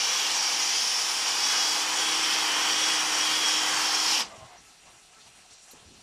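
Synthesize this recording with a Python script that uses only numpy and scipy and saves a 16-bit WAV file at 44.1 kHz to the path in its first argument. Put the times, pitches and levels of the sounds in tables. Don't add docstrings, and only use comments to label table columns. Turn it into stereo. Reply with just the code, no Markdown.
import sys
import numpy as np
from scipy import signal
from scipy.fft import rfft, irfft, next_fast_len
from scipy.io import wavfile

SR = 44100
rng = np.random.default_rng(int(sys.argv[2]) if len(sys.argv) > 2 else 0)


def output_pcm(signal):
    pcm = np.clip(np.atleast_2d(signal).T, -1, 1) * 32767
    wavfile.write(sys.argv[1], SR, np.round(pcm).astype(np.int16))


N = 265482
STOP_S = 4.21
PAN = np.array([[.5], [-.5]])

# time_s, pressure_db, wall_drumming_db, pan_db
BRUSH_CONTACT = [(0, 3.5, -3, -1.5), (.13, 4.5, -4.5, -2.5), (.41, 3.5, -1, -0.5), (.71, 3.5, -4.5, -1.5),
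                 (.98, 1.5, -2.5, -3.5), (1.26, 2.5, 0, -2), (1.57, 4, -1, -1), (1.88, 3, 0.5, 0.5),
                 (2.26, 2.5, 1.5, 2.5), (2.55, 2, 5.5, -1.5), (2.8, 3, 1, 3.5), (3.1, 2, 3.5, -2),
                 (3.25, 2, 2.5, 2), (3.5, 3, 3, 0.5), (3.85, 3.5, 1.5, 0), (4.02, 4, 0.5, 0.5),
                 (4.11, 6.5, -5.5, -1.5), (4.2, 1, 3, -4.5)]
# middle_s, quarter_length_s, scuff_db, rumble_db, hiss_boost_db
SHUFFLE_MOVES = [(4.87, 0.031, -59, -74, -1), (4.932, 0.05, -65, -74, 0), (5.126, .03, -69, -82, -0.5),
                 (5.21, .02, -78, -78, 0.5), (5.277, 0.017, -60, -71, 1.5), (5.367, .04, -82, -73, 2),
                 (5.454, 0.022, -67, -81, 2.5), (5.514, 0.022, -76, -69, 3.5),
                 (5.693, 0.027, -67, -81, 1.5), (5.753, 0.013, -63, -65, -1), (5.808, 0.043, -69, -65, 0),
                 (5.906, 0.038, -74, -59, -0.5), (5.994, 0.033, -65, -65, 0)]


def amp(db):
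    return 10 ** (np.asarray(db) / 20)


def rms_one(x):
    return x / np.sqrt(np.mean(x ** 2) + 1e-20)


def in_time(rows):
    times, *columns = np.transpose(rows)
    return [np.interp(np.arange(N) / SR, times, column) for column in columns]


def at_hz(points, hz):
    pitches, values = np.transpose(points)
    return np.interp(np.log(hz), np.log(pitches), values)


def drift(rate_hz):
    step, warm_up = 40, 2000
    pole = np.exp(-2 * np.pi * rate_hz * step / SR)
    noise = rng.standard_normal(N // step + warm_up + 2)
    slow = signal.lfilter([1], [1, -2 * pole, pole * pole], noise)[warm_up:]
    return np.interp(np.arange(N) / step, np.arange(len(slow)), rms_one(slow - slow.mean()))


def coloured(x, spectrum, peaks=()):
    size = next_fast_len(N)
    hz = np.arange(size // 2 + 1) * SR / size + 1
    peaks_db = sum(db / (1 + (2 * (hz - centre) / width) ** 2) for centre, width, db in peaks)
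    return rms_one(irfft(rfft(x, size) * amp(at_hz(spectrum, hz) + peaks_db), size)[..., :N])


def band(x, low_hz, high_hz):
    edges = [low_hz, min(high_hz, .45 * SR)]
    return signal.sosfilt(signal.butter(2, edges, "band", fs=SR, output="sos"), x)


def swells(heights):
    out = np.zeros(N + SR)
    for (middle_s, quarter_length_s, *_), height in zip(SHUFFLE_MOVES, heights):
        hump = np.hanning(int(4 * quarter_length_s * SR))
        out[int(middle_s * SR) - len(hump) // 2:][:len(hump)] += height * hump
    return out[:N]


def room_fade(hz):
    # pitch_hz, fade_s
    quick_fade = [(100, 0.65), (1000, 0.22), (5000, 0.22), (12000, 0.068)]
    # pitch_hz, fade_s
    slow_fade = [(1000, 0.56), (3000, .6), (6000, .4), (12000, .35)]
    since_s = np.arange(N - int(STOP_S * SR)) / SR
    quick = amp(-60 * since_s / at_hz(quick_fade, hz))
    slow = amp(-60 * since_s / at_hz(slow_fade, hz))
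    slow_share = amp(-27) ** 2
    fade = np.sqrt((1 - slow_share) * quick ** 2 + slow_share * slow ** 2)
    return np.append(np.ones(N - len(fade)), fade)


def bristle_rush():
    # pitch_hz, level_db
    rush_tone = [(18, -67), (30, -43), (275, -14), (313, -19.5), (348, -13), (514, -7), (586, -13.5),
                 (780, -2.5), (1710, -4.5), (3270, -3), (4140, -2.5), (5510, 1), (8590, -11), (9290, -9.5),
                 (12500, -23.5), (15200, -30)]
    # pitch_hz, share
    direct_share = [(60, 0.56), (250, 1), (600, 0.59), (1200, 0.65), (2500, 0.34), (6000, 0.24),
                    (12000, 0.054)]
    # time_s, delay_samples
    left_delay = [(0, 13), (.8, 14), (1.4, 11), (2.2, 3), (3.5, 3.5), (4.2, 11)]
    # pitch_hz, gain_db
    facing_gain = [(40, 13), (100, 2), (300, 6), (800, -4), (2400, 4.5), (5400, -1), (10000, 1.5)]
    # pitch_hz, share
    drum_share = [(300, 0), (800, 1), (2000, 0)]
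    # time_s, bass_db, mid_left_db, mid_right_db, treble_left_db, treble_right_db
    tone_changes = [(0, -8, -1, 3, -6, -0.5), (.3, -5, 0.5, -2, -2, 1), (.55, -1, -1, 3, -2.5, 1),
                    (.8, -4, -1.5, 3, -4, 2.5), (1.1, -3, 0.5, 2, -0.5, 3), (1.4, 0, 1, 3, -3, 1.5),
                    (1.8, -2, -1.5, -1.5, -0.5, 1.5), (2.1, 2, -5, 0, -2, -1.5), (2.5, -1, -0.5, -2, 1, 1),
                    (2.8, 7, -4, 0.5, -1.5, -0.5), (3.1, 4, 0, -3, 0.5, -0.5),
                    (3.3, 5, -1.5, -0.5, 0.5, 1.5), (3.55, 7, -3, -1.5, -0.5, 0), (3.8, 9, 0.5, 1, -1.5, 0),
                    (4.1, -8, -1.5, 1, -4, 1.5), (4.3, 2, 4, 1, 6, 5)]
    # pitch_hz, share
    bass_share = [(100, 1), (200, 0)]
    mid_share = [(900, 0), (1400, 1), (2000, 1), (2800, 0)]
    treble_share = [(5500, 0), (9000, 1)]
    # pitch_hz, pan_db
    side_bias = [(60, 6), (99, -7), (160, 6), (270, -12), (440, 2), (730, -4.5), (1210, 7), (2000, -0.5),
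                 (3290, 5), (5430, -4), (8960, 8.5), (14800, -11)]
    # pitch_hz, width_hz, left_db, right_db
    resonances = [(1005, 420, 2, 5), (1460, 400, 2, -1), (1930, 400, 4, -1.5), (2860, 1080, 1, 6),
                  (3080, 310, 4, 2.5), (4630, 220, 5.5, -0.5), (5520, 540, -5, -1.5), (7050, 420, 1.5, 1.5),
                  (7890, 860, 5, -0.5), (9200, 600, 0, -1), (14000, 780, 14, 3)]
    pressure_db, drum_db, pan_db = in_time(BRUSH_CONTACT)
    delay, = in_time(left_delay)
    facing = (13 - delay) / 10
    bass_db, *upper_db = in_time(tone_changes)
    mid_db, treble_db = np.reshape(upper_db, (2, 2, N))
    flicks = rng.standard_normal((3, N)) * amp(2.48 * np.minimum(rng.exponential(1, (3, N)), 4))
    direct, *bounced = coloured(flicks, rush_tone)
    direct = np.array([np.interp(np.arange(N) - delay, np.arange(N), direct), direct])
    pressure_wobble, bristle_wobble = drift(6), drift(12)
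    edges_hz = np.append(20, 70 * 2 ** np.arange(0, 8.1, .5))
    rush = 0
    for k, (low, high) in enumerate(zip(edges_hz, edges_hz[1:])):
        hz = np.sqrt(low * high)
        level_db = pressure_db + at_hz(drum_share, hz) * drum_db + at_hz(facing_gain, hz) * (facing - .5)
        tone_db = at_hz(bass_share, hz) * bass_db + at_hz(mid_share, hz) * mid_db
        tone_db += at_hz(treble_share, hz) * treble_db
        flicker_db = .29 * pressure_wobble + np.array([drift(7.5), drift(12.4)])
        flicker_db += at_hz([(3000, .29), (12000, .82)], hz) * bristle_wobble
        side_db = PAN * (pan_db * min(hz / 500, 1) + at_hz(side_bias, hz))
        gain = amp(level_db + tone_db + flicker_db + side_db) * room_fade(hz)
        share = at_hz(direct_share, hz)
        mix = np.sqrt(share) * direct + np.sqrt(1 - share) * np.array(bounced)
        rush += (-1) ** k * band(mix, low, high) * gain
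    peaks = [(hz, width, np.array([[left], [right]])) for hz, width, left, right in resonances]
    return amp(-26.5) * coloured(rush, [(20, 0), (20000, 0)], peaks)


def bright_rings():
    # time_s, left_hz, right_hz, left_db, right_db
    main_ring = [(0.07, 5680, 5650, -31, -27), (0.25, 5810, 5610, -34, -31.5), (.4, 5670, 5480, -27.5, -29),
                 (0.55, 5840, 5550, -29, -28.5), (0.72, 5610, 5800, -33, -25.5),
                 (.9, 5440, 5480, -30, -26.5), (1.08, 5350, 5520, -38, -25),
                 (1.3, 5550, 5420, -31.5, -30.5), (1.53, 5690, 5590, -25.5, -28.5),
                 (1.7, 5654, 5570, -29, -30), (1.86, 5674, 5620, -31, -37), (2.02, 5680, 5440, -27.5, -31),
                 (2.3, 5580, 5405, -31.5, -29.5), (2.55, 5656, 5590, -29, -39),
                 (2.83, 5590, 5540, -27, -27.5), (3.05, 5720, 5420, -29, -38),
                 (3.2, 5660, 5510, -26.5, -31), (3.33, 5593, 5440, -31, -58),
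                 (3.48, 5580, 5530, -27.5, -26), (3.75, 5620, 5420, -31.5, -49),
                 (4, 5634, 5393, -32, -26.5), (4.13, 5540, 5550, -30, -27.5)]
    lower_ring = [(0.1, 5180, 5140, -42, -36), (0.3, 5230.0, 5220, -34, -35),
                  (0.5, 5200.0, 5230.0, -44, -33), (0.7, 5194, 5090, -35, -29),
                  (0.9, 5220.0, 5220, -37.0, -30), (1.1, 5240.0, 5170, -37, -42),
                  (1.3, 5160, 5160.0, -43, -33), (1.5, 5196, 5200, -34, -33), (1.7, 5136, 5164, -28, -33),
                  (1.9, 5190, 5240, -40, -41), (2.1, 5150, 5074, -45, -36.0), (2.3, 5230, 5140, -39, -30),
                  (2.5, 5140.0, 5200, -36, -40), (2.7, 5130.0, 5210, -53, -42), (2.9, 5260, 5214, -34, -31),
                  (3.1, 5210, 5165, -42, -40), (3.3, 5210, 5200, -47, -30), (3.5, 5170.0, 5206, -31, -35),
                  (3.7, 5225, 5140, -44, -44), (3.9, 5220, 5246, -34, -30), (4.1, 5140, 5190, -33, -28)]
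    upper_ring = [(0, 6120, 6300, -37, -34), (.3, 6200, 6200, -49, -52), (.5, 6186, 6200, -49, -47),
                  (.62, 6250, 6240, -34, -31), (.85, 6140, 6150, -40, -36), (1.1, 6150, 6150, -39, -40),
                  (1.6, 6230, 6240, -36, -39), (1.9, 6200, 6220, -46, -44), (2.5, 6206, 6197, -50, -44),
                  (3, 6204, 6190, -40, -38), (3.5, 6194, 6204, -38, -44), (4.2, 6200, 6200, -42, -42)]
    out = 0
    for ring, width_hz in (main_ring, 540), (lower_ring, 680), (upper_ring, 820):
        left_hz, right_hz, left_db, right_db = in_time(ring)
        phase = 2 * np.pi * np.cumsum([left_hz, right_hz], axis=1) / SR
        smoothing = signal.butter(2, width_hz / 2, fs=SR, output="sos")
        slow_noise = signal.sosfilt(smoothing, rng.standard_normal((2, 2, N)))
        ringing = rms_one(slow_noise[0] * np.cos(phase) + slow_noise[1] * np.sin(phase))
        level_db = np.array([left_db + 1.2 * drift(13), right_db + .73 * drift(3.6)])
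        out += ringing * amp(level_db)
    return out * room_fade(8900)


def wall_echoes(x):
    # first_s, second_s, third_s
    echo_delays = [
        [.0017, .0031, .0053],
        [.0021, .0037, .0047],
    ]
    split_hz, sway_s, echo_gain = 1800, .00012, amp(-9)
    low = signal.sosfilt(signal.butter(4, split_hz, "low", fs=SR, output="sos"), x)
    high = signal.sosfilt(signal.butter(4, split_hz, "high", fs=SR, output="sos"), x)
    samples, echoes = np.arange(N), np.zeros((2, N))
    for side, delays in enumerate(echo_delays):
        for delay_s in delays:
            echoes[side] += np.interp(samples - SR * (delay_s + sway_s * drift(1.2)), samples, high[side])
    return low + (high + echo_gain * echoes) / np.sqrt(1 + 3 * echo_gain ** 2)


def motor_whine():
    # time_s, turns_per_s
    speed = [(0.04, 317.0), (0.1, 316.3), (0.16, 316.3), (0.22, 315.8), (0.28, 314.0), (0.34, 314.4),
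             (0.4, 316.9), (0.46, 315.5), (0.52, 315.5), (0.58, 313.6), (0.64, 314.6), (0.7, 315.2),
             (0.76, 316.7), (0.82, 317.0), (0.88, 317.2), (0.94, 316.8), (1.0, 317.5), (1.06, 317.5),
             (1.12, 317.6), (1.18, 317.5), (1.24, 317.3), (1.3, 317.4), (1.36, 315.8), (1.42, 315.6),
             (1.48, 316.6), (1.54, 313.9), (1.6, 312.0), (1.66, 312.6), (1.72, 312.2), (1.78, 312.1),
             (1.84, 312.3), (1.9, 312.8), (1.96, 312.2), (2.02, 313.9), (2.08, 315.6), (2.14, 316.0),
             (2.2, 316.8), (2.26, 316.0), (2.32, 316.7), (2.38, 314.3), (2.44, 312.1), (2.5, 311.9),
             (2.56, 311.5), (2.62, 312.0), (2.68, 311.2), (2.74, 312.2), (2.8, 313.1), (2.86, 313.1),
             (2.92, 313.2), (2.98, 312.9), (3.04, 312.3), (3.1, 311.4), (3.16, 311.0), (3.22, 310.6),
             (3.28, 311.4), (3.34, 312.6), (3.4, 310.8), (3.46, 308.5), (3.52, 311.0), (3.58, 313.6),
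             (3.64, 311.6), (3.7, 310.4), (3.76, 310.9), (3.82, 310.5), (3.88, 311.0), (3.94, 311.9),
             (4.0, 312.5), (4.06, 312.2), (4.12, 313.5), (4.18, 315.5)]
    # time_s, left_db, right_db
    hum_levels = [(0.08, -58, -67), (0.2, -56, -55), (0.32, -50, -52), (0.44, -56, -55), (0.56, -47, -52),
                  (0.68, -50.5, -56.0), (0.8, -52, -55), (0.92, -53, -53.0), (1.04, -64.0, -48),
                  (1.16, -76.0, -52), (1.28, -76.0, -48), (1.4, -66.0, -48.5), (1.52, -56, -51),
                  (1.64, -52, -48), (1.76, -52.0, -50.0), (1.88, -51, -49), (2.0, -48, -54),
                  (2.12, -45, -47), (2.24, -47, -50), (2.36, -47, -49.0), (2.48, -48, -48), (2.6, -50, -50),
                  (2.72, -45.5, -50), (2.84, -43.5, -50.0), (2.96, -46.5, -47.0), (3.08, -50, -47),
                  (3.2, -45, -49), (3.32, -45, -47), (3.44, -49, -49.0), (3.56, -43, -50.0),
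                  (3.68, -49, -47.0), (3.8, -48, -48), (3.92, -54, -45), (4.04, -56, -44.0),
                  (4.16, -52, -43.5)]
    # time_s, lag_radians
    hum_lag = [(0, .8), (.55, 1.9), (.9, 3), (1.3, 2.9), (1.6, 1.2), (2, .2), (3.6, .2), (4.2, 1.5)]
    # time_s, gear_left_db, gear_right_db, contact_left_db, contact_right_db
    whine_levels = [(0.04, -42.0, -43.0, -33.0, -38.0), (0.1, -41.0, -35.0, -41.0, -41.0),
                    (0.16, -40.0, -37.0, -43.0, -43.0), (0.22, -42.0, -39.0, -55.0, -43.0),
                    (0.28, -42.0, -51.0, -42.0, -40.0), (0.34, -40.0, -39.0, -40.0, -40.0),
                    (0.4, -37.0, -38.0, -40.0, -35.0), (0.46, -33.0, -35.0, -40.0, -34.0),
                    (0.52, -45.0, -43.0, -41.0, -40.0), (0.58, -55.0, -42.0, -44.0, -37.0),
                    (0.64, -44.0, -39.0, -44.0, -36.0), (0.7, -38.0, -42.0, -39.0, -34.0),
                    (0.76, -43.0, -38.0, -34.0, -34.0), (0.82, -44.0, -41.0, -38.0, -38.0),
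                    (0.88, -55.0, -47.0, -44.0, -35.0), (0.94, -52.0, -41.0, -43.0, -33.0),
                    (1.0, -40.0, -48.0, -35.0, -35.0), (1.06, -45.0, -49.0, -38.0, -38.0),
                    (1.12, -41.0, -57.0, -42.0, -47.0), (1.18, -37.0, -44.0, -42.0, -36.0),
                    (1.24, -42.0, -39.0, -47.0, -33.0), (1.3, -40.0, -35.0, -47.0, -34.0),
                    (1.36, -39.0, -48.0, -42.0, -34.0), (1.42, -43.0, -45.0, -42.0, -34.0),
                    (1.48, -43.0, -32.0, -41.0, -34.0), (1.54, -37.0, -29.0, -40.0, -40.0),
                    (1.6, -30.0, -34.0, -39.0, -43.0), (1.66, -30.0, -35.0, -36.0, -40.0),
                    (1.72, -35.0, -45.0, -38.0, -46.0), (1.78, -38.0, -40.0, -50.0, -46.0),
                    (1.84, -36.0, -43.0, -45.0, -40.0), (1.9, -46.0, -53.0, -45.0, -44.0),
                    (1.96, -35.0, -36.0, -49.0, -41.0), (2.02, -34.0, -35.0, -36.0, -36.0),
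                    (2.08, -33.0, -38.0, -54.0, -38.0), (2.14, -36.0, -40.0, -47.0, -42.0),
                    (2.2, -40.0, -45.0, -43.0, -43.0), (2.26, -35.0, -41.0, -43.0, -42.0),
                    (2.32, -33.0, -50.0, -41.0, -43.0), (2.38, -34.0, -46.0, -39.0, -53.0),
                    (2.44, -31.0, -41.0, -36.0, -46.0), (2.5, -39.0, -55.0, -34.0, -42.0),
                    (2.56, -34.0, -44.0, -34.0, -38.0), (2.62, -34.0, -40.0, -35.0, -37.0),
                    (2.68, -33.0, -40.0, -32.0, -39.0), (2.74, -33.0, -47.0, -35.0, -41.0),
                    (2.8, -31.0, -39.0, -44.0, -42.0), (2.86, -31.0, -36.0, -37.0, -53.0),
                    (2.92, -32.0, -40.0, -35.0, -48.0), (2.98, -31.0, -38.0, -39.0, -53.0),
                    (3.04, -33.0, -38.0, -37.0, -47.0), (3.1, -42.0, -47.0, -32.0, -35.0),
                    (3.18, -35.0, -50.0, -34.0, -44.0), (3.24, -28.0, -38.0, -36.0, -51.0),
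                    (3.3, -35.0, -46.0, -38.0, -39.0), (3.35, -28.0, -41.0, -37.0, -42.0),
                    (3.395, -33.0, -42.0, -40.0, -42.0), (3.46, -25.0, -33.0, -35.0, -37.0),
                    (3.53, -32.0, -42.0, -47.0, -44.0), (3.58, -34.0, -42.0, -44.0, -51.0),
                    (3.64, -35.0, -52.0, -40.0, -46.0), (3.7, -35.0, -39.0, -37.0, -38.0),
                    (3.76, -33.0, -35.0, -30.0, -45.0), (3.82, -38.0, -32.0, -35.0, -36.0),
                    (3.88, -49.0, -36.0, -41.0, -45.0), (3.94, -33.0, -35.0, -41.0, -55.0),
                    (4.0, -33.0, -32.0, -41.0, -46.0), (4.06, -33.0, -37.0, -34.0, -40.0),
                    (4.12, -47.0, -54.0, -55.0, -46.0), (4.18, -58.0, -47.0, -52.0, -48.0)]
    # time_s, gear_lag_radians, contact_lag_radians
    whine_lags = [(0.04, -2.3, -2.1), (0.1, -1.7, -2.3), (0.16, -1.6, -3.2), (0.22, -1.6, -3.8),
                  (0.28, -3.2, -3.9), (0.34, -3.7, -5.1), (0.4, -2.9, -5.2), (0.46, -3.1, -5.2),
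                  (0.52, -4.1, -2.3), (0.58, -3.6, -3.7), (0.64, -1.7, -2.1), (0.7, -4.7, -2.0),
                  (0.76, -7.2, -1.1), (0.82, -5.9, -0.3), (0.88, -6.0, -1.8), (0.94, -6.3, -2.2),
                  (1.0, -7.3, -2.0), (1.06, -10.0, -2.9), (1.12, -9.8, -3.9), (1.18, -10.9, -4.1),
                  (1.24, -10.5, -4.4), (1.3, -9.6, -4.2), (1.36, -8.6, -4.5), (1.42, -10.5, -5.7),
                  (1.48, -12.2, -6.2), (1.54, -9.9, -6.0), (1.6, -10.4, -7.6), (1.66, -10.6, -6.7),
                  (1.72, -12.4, -5.9), (1.78, -14.3, -2.9), (1.84, -16.3, -1.6), (1.9, -15.4, -2.4),
                  (1.96, -16.7, -3.4), (2.02, -17.9, -4.3), (2.08, -18.6, -2.9), (2.14, -18.5, -5.9),
                  (2.2, -19.3, -5.7), (2.26, -20.0, -6.2), (2.32, -19.2, -6.4), (2.38, -18.6, -4.9),
                  (2.44, -16.5, -4.5), (2.5, -14.8, -2.8), (2.56, -17.0, -2.6), (2.62, -17.3, -3.6),
                  (2.68, -18.5, -4.8), (2.74, -20.6, -7.5), (2.8, -18.8, -5.9), (2.86, -19.1, -6.7),
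                  (2.92, -18.1, -4.7), (2.98, -17.3, -5.8), (3.04, -15.8, -3.2), (3.1, -15.8, -3.7),
                  (3.16, -16.9, -4.2), (3.22, -19.5, -5.7), (3.28, -20.0, -5.7), (3.34, -17.0, -4.5),
                  (3.4, -18.5, -4.2), (3.46, -19.1, -4.2), (3.52, -19.4, -5.2), (3.58, -18.2, -8.1),
                  (3.64, -16.8, -10.3), (3.7, -16.6, -10.8), (3.76, -15.7, -10.4), (3.82, -14.8, -10.2),
                  (3.88, -16.7, -11.5), (3.94, -17.0, -13.6), (4.0, -16.7, -13.1), (4.06, -16.3, -13.5),
                  (4.12, -16.3, -15.1), (4.18, -15.2, -15.1)]
    weak_multiples = [10, 22, 29, 30]
    # time_s, then left_db, right_db for each
    weak_levels = [(0.1, -50.0, -51.0, -48.0, -43.0, -54.0, -49.0, -54.0, -52.0),
                   (0.29, -40.0, -50.0, -49.0, -53.0, -52.0, -52.0, -55.0, -58.0),
                   (0.48, -48.0, -55.0, -46.0, -53.0, -53.0, -51.0, -52.0, -56.0),
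                   (0.67, -46.0, -44.0, -50.0, -39.0, -52.0, -50.0, -55.0, -48.0),
                   (0.86, -47.0, -45.0, -54.0, -44.0, -50.0, -45.0, -54.0, -44.0),
                   (1.05, -56.0, -54.0, -56.0, -44.0, -45.0, -47.0, -53.0, -48.0),
                   (1.24, -44.0, -50.0, -45.0, -49.0, -46.0, -47.0, -54.0, -47.0),
                   (1.43, -55.0, -51.0, -45.0, -49.0, -48.0, -50.0, -55.0, -54.0),
                   (1.62, -45.0, -47.0, -40.0, -48.0, -50.0, -54.0, -52.0, -52.0),
                   (1.81, -43.0, -50.0, -42.0, -48.0, -56.0, -57.0, -51.0, -61.0),
                   (2.0, -38.0, -37.0, -40.0, -52.0, -43.0, -63.0, -51.0, -58.0),
                   (2.19, -40.0, -39.0, -58.0, -65.0, -45.0, -54.0, -56.0, -70.0),
                   (2.38, -46.0, -38.0, -53.0, -55.0, -50.0, -56.0, -57.0, -66.0),
                   (2.57, -38.0, -36.0, -47.0, -47.0, -51.0, -53.0, -48.0, -62.0),
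                   (2.76, -39.0, -39.0, -44.0, -49.0, -44.0, -59.0, -56.0, -61.0),
                   (2.95, -53.0, -40.0, -47.0, -50.0, -48.0, -51.0, -44.0, -62.0),
                   (3.14, -38.0, -39.0, -42.0, -49.0, -42.0, -60.0, -47.0, -58.0),
                   (3.33, -42.0, -40.0, -45.0, -48.0, -48.0, -55.0, -50.0, -64.0),
                   (3.52, -38.0, -41.0, -40.0, -46.0, -49.0, -59.0, -49.0, -59.0),
                   (3.71, -38.0, -39.0, -39.0, -47.0, -45.0, -56.0, -51.0, -59.0),
                   (3.9, -40.0, -45.0, -50.0, -44.0, -46.0, -57.0, -51.0, -55.0),
                   (4.09, -50.0, -42.0, -43.0, -41.0, -53.0, -58.0, -50.0, -67.0)]
    weak_roughness = [1.0, .45, .45, .4]
    faint_multiples = [31 / 12, 4, 5, 8, 9]
    faint_levels = [-51, -52, -53.5, -49.5, -53]
    since_s = np.arange(N) / SR - STOP_S
    braking = np.clip((since_s + .041) / .042, 0, 1)
    turns_per_s = in_time(speed)[0] * (1 - .3 * braking) * (1 + .00034 * drift(11))
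    angle = 2 * np.pi * np.cumsum(turns_per_s) / SR
    wavers, slips, jitters = [np.array([drift(hz) for _ in range(5)]) for hz in (14, 2, 30)]
    gear_db, contact_db = np.reshape(in_time(whine_levels), (2, 2, N))
    weak_db = np.reshape(in_time(weak_levels), (-1, 2, N))
    side_db = PAN * in_time(BRUSH_CONTACT)[2]
    hum, gear, contact = 1, 32 / 3, 15
    tones = [(hum, np.array(in_time(hum_levels)), 0), (gear, gear_db, .15), (contact, contact_db, .3)]
    tones += zip(weak_multiples, weak_db, weak_roughness)
    tones += [(multiple, db + side_db, .5) for multiple, db in zip(faint_multiples, faint_levels)]
    left_lags = dict(zip((hum, gear, contact), in_time(hum_lag) + in_time(whine_lags)))
    out = 0
    for multiple, level_db, roughness in tones:
        pair = rng.choice(5, 2, replace=False)
        phase_wobble = min(multiple / 8, 1.5) * (.5 * slips[pair] + roughness * jitters[pair[0]])
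        phase = rng.uniform(0, 2 * np.pi) + phase_wobble
        waver_db = 2.6
        if multiple in left_lags:
            phase[0] = phase[1] - left_lags[multiple]
            waver_db = 1
        out += amp(level_db + waver_db * wavers[pair]) * np.sin(multiple * angle + phase)
    fade_s = .12
    return np.sqrt(2) * out * amp(-60 * np.maximum(since_s, 0) / fade_s)


def room_hiss():
    # pitch_hz, level_db
    hiss_tone = [(18, -29), (30, 2.5), (108, -10.5), (313, -16), (440, -5.5), (514, -24), (1310, -7.5),
                 (1990, -6.5), (4030, -5), (9290, -8.5), (15200, -34)]
    # pitch_hz, width_hz, gain_db
    hiss_peaks = [(764, 260, 15), (1315, 47, 10), (2660, 590, 4.5), (4200, 42, 8), (5750, 330, 7),
                  (7200, 1700, 4)]
    # time_s, level_db
    thin_levels = [(4.68, -85), (4.75, -80), (4.78, -66), (4.9, -69), (5.0, -74), (5.05, -70), (5.12, -82),
                   (5.2, -80), (5.24, -70), (5.3, -72), (5.36, -82), (5.5, -72), (5.57, -64), (5.63, -72),
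                   (5.66, -82), (5.7, -68), (5.75, -80), (5.9, -84), (5.96, -70), (6.02, -76)]
    white = rng.standard_normal((3, N))
    hiss = coloured(white[:2] + .14 * white[2], hiss_tone, hiss_peaks)
    edges_hz = [25, 300, 1500, 2500, 3600, 5000, 7500, 11000, 17000]
    wavering = sum((-1) ** k * band(hiss, low, high) * amp(2.2 * drift(7.7))
                   for k, (low, high) in enumerate(zip(edges_hz, edges_hz[1:])))
    hiss_db = -55.5 + swells(np.transpose(SHUFFLE_MOVES)[4])
    thin_hz = 5790 + 5 * drift(15)
    thin_tone = np.sqrt(2) * np.sin(2 * np.pi * np.cumsum(thin_hz) / SR) * amp(in_time(thin_levels)[0])
    return (wavering * amp(hiss_db) + thin_tone) * amp(PAN * 5.5)


def brake_and_ticks():
    # start_s, level_db, pitch_hz, width_hz, rise_s, pan_db
    rasps = [(4.138, -24, 2954, 700, 0.022, -8), (4.194, -25, 3010, 700, 0.0088, 1),
             (4.197, -48, 1395, 330, 0.0057, -9), (4.205, -19.5, 3885, 900, 0.0026, -2)]
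    # start_s, level_db, pitch_hz, width_hz, rise_s, pan_db
    ticks = [(4.574, -51, 5790, 380, 0.008, 12), (4.736, -54, 4050, 600, 0.004, 5.0),
             (5.133, -52, 2700, 500, 0.0049, 8), (5.145, -51, 4200, 500, .004, 5),
             (5.205, -49, 3900, 800, 0.008, 5.0), (5.266, -52, 797, 190, 0.004, 7),
             (5.527, -48, 7900, 1400, 0.006, 8), (5.681, -45, 7400, 2400, 0.003, 6),
             (5.71, -43.5, 11800, 2800, 0.005, -10), (5.708, -45, 4300, 800, 0.006, -2),
             (5.712, -49, 6700, 1300, 0.009, 0), (5.937, -54, 5880, 1400, 0.004, -1)]
    out = np.zeros((2, N + SR))
    t = np.arange(SR // 10) / SR
    for start_s, level_db, pitch_hz, width_hz, rise_s, pan_db in rasps + ticks:
        noise = band(rng.standard_normal((2, len(t))), pitch_hz - width_hz / 2, pitch_hz + width_hz / 2)
        burst = rms_one(noise) * t / rise_s * np.exp(1 - t / rise_s)
        out[:, int(start_s * SR):][:, :len(t)] += .5 * amp(level_db + PAN * pan_db) * burst
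    return out[:, :N]


def drag_and_rumble():
    # pitch_hz, level_db
    drag_tone = [(210, -53), (350, -6), (419, -11.5), (738, -2.5), (1720, -12.5), (2300, -14.5),
                 (3000, -10), (3900, -17), (6600, -39)]
    # pitch_hz, width_hz, gain_db
    drag_peaks = [(700, 180, 3.5), (1080, 150, 5), (2060, 90, 10)]
    t = np.arange(N) / SR
    since_s, lets_go_s = t - STOP_S, 4.56
    scuff_db, lump_db = np.transpose(SHUFFLE_MOVES)[2:4]
    drag_db = -48 - 11 * since_s - 163 * np.maximum(t - lets_go_s, 0)
    drag_gain = amp(np.maximum(drag_db, -64.5)) + swells(amp(scuff_db))
    rumble_gain = amp(np.maximum(-54.5 - 28 * since_s, -71.5)) + swells(amp(lump_db))
    middle, spread = rng.standard_normal((2, 2, N))
    opposite = np.array([[1], [-1]])
    drag = coloured(middle[0] + .64 * spread[0] * opposite, drag_tone, drag_peaks)
    drag *= drag_gain * amp(.83 * drift(25))
    rumble = rms_one(band(middle[1] + .47 * spread[1] * opposite, 33, 280))
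    rumble *= rumble_gain * amp(2.3 * drift(11))
    return np.clip(since_s / .028, 0, 1) * (drag + rumble)


def sliding_tones():
    # start_s, length_s, from_hz, to_hz, level_db, pan_db
    slides = [(4.29, .18, 660, 640, -56.5, 11), (4.3, 0.072, 785, 400, -58, 2),
              (4.4, 0.194, 770, 695, -61, 1), (4.36, 0.097, 1110, 1030, -61, 2),
              (4.3, .06, 1185, 1175, -55, 2)]
    out = np.zeros((2, N))
    for start_s, length_s, from_hz, to_hz, level_db, pan_db in slides:
        size = int(length_s * SR)
        phase = 2 * np.pi * np.cumsum(np.linspace(from_hz, to_hz, size)) / SR
        tone = np.sqrt(2) * np.sin(phase) * signal.windows.tukey(size, .5)
        out[:, int(start_s * SR):][:, :size] += tone * amp(level_db + PAN * pan_db)
    return out * amp(1.5 * drift(20))


def hand_bumps():
    # start_s, level_db, pitch_hz, rise_s
    bumps = [(4.378, -47, 110, 0.0055), (4.423, -44, 106, 0.0041), (4.448, -47, 110, 0.0056),
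             (5.733, -52, 254, 0.0058), (5.734, -47, 480, 0.0016), (5.745, -50, 412, 0.0016),
             (5.767, -54, 448, 0.0039), (5.86, -52, 85, 0.0099), (5.919, -53, 227, 0.0038)]
    out = np.zeros(N + SR)
    t = np.arange(SR // 10) / SR
    for start_s, level_db, pitch_hz, rise_s in bumps:
        swell = t / rise_s * np.exp(1 - t / rise_s)
        out[int(start_s * SR):][:len(t)] += amp(level_db) * swell * np.sin(2 * np.pi * pitch_hz * t)
    return out[:N]


def scene():
    drill = wall_echoes(bright_rings() + bristle_rush()) + motor_whine()
    stopping = drag_and_rumble() + sliding_tones() + brake_and_ticks() + hand_bumps()
    return drill + stopping + room_hiss()


def record(dry):
    cutoff_hz = 15250
    return signal.sosfilt(signal.ellip(12, .5, 60, cutoff_hz, fs=SR, output="sos"), dry)


dry = scene()
out = record(dry)
output_pcm(out)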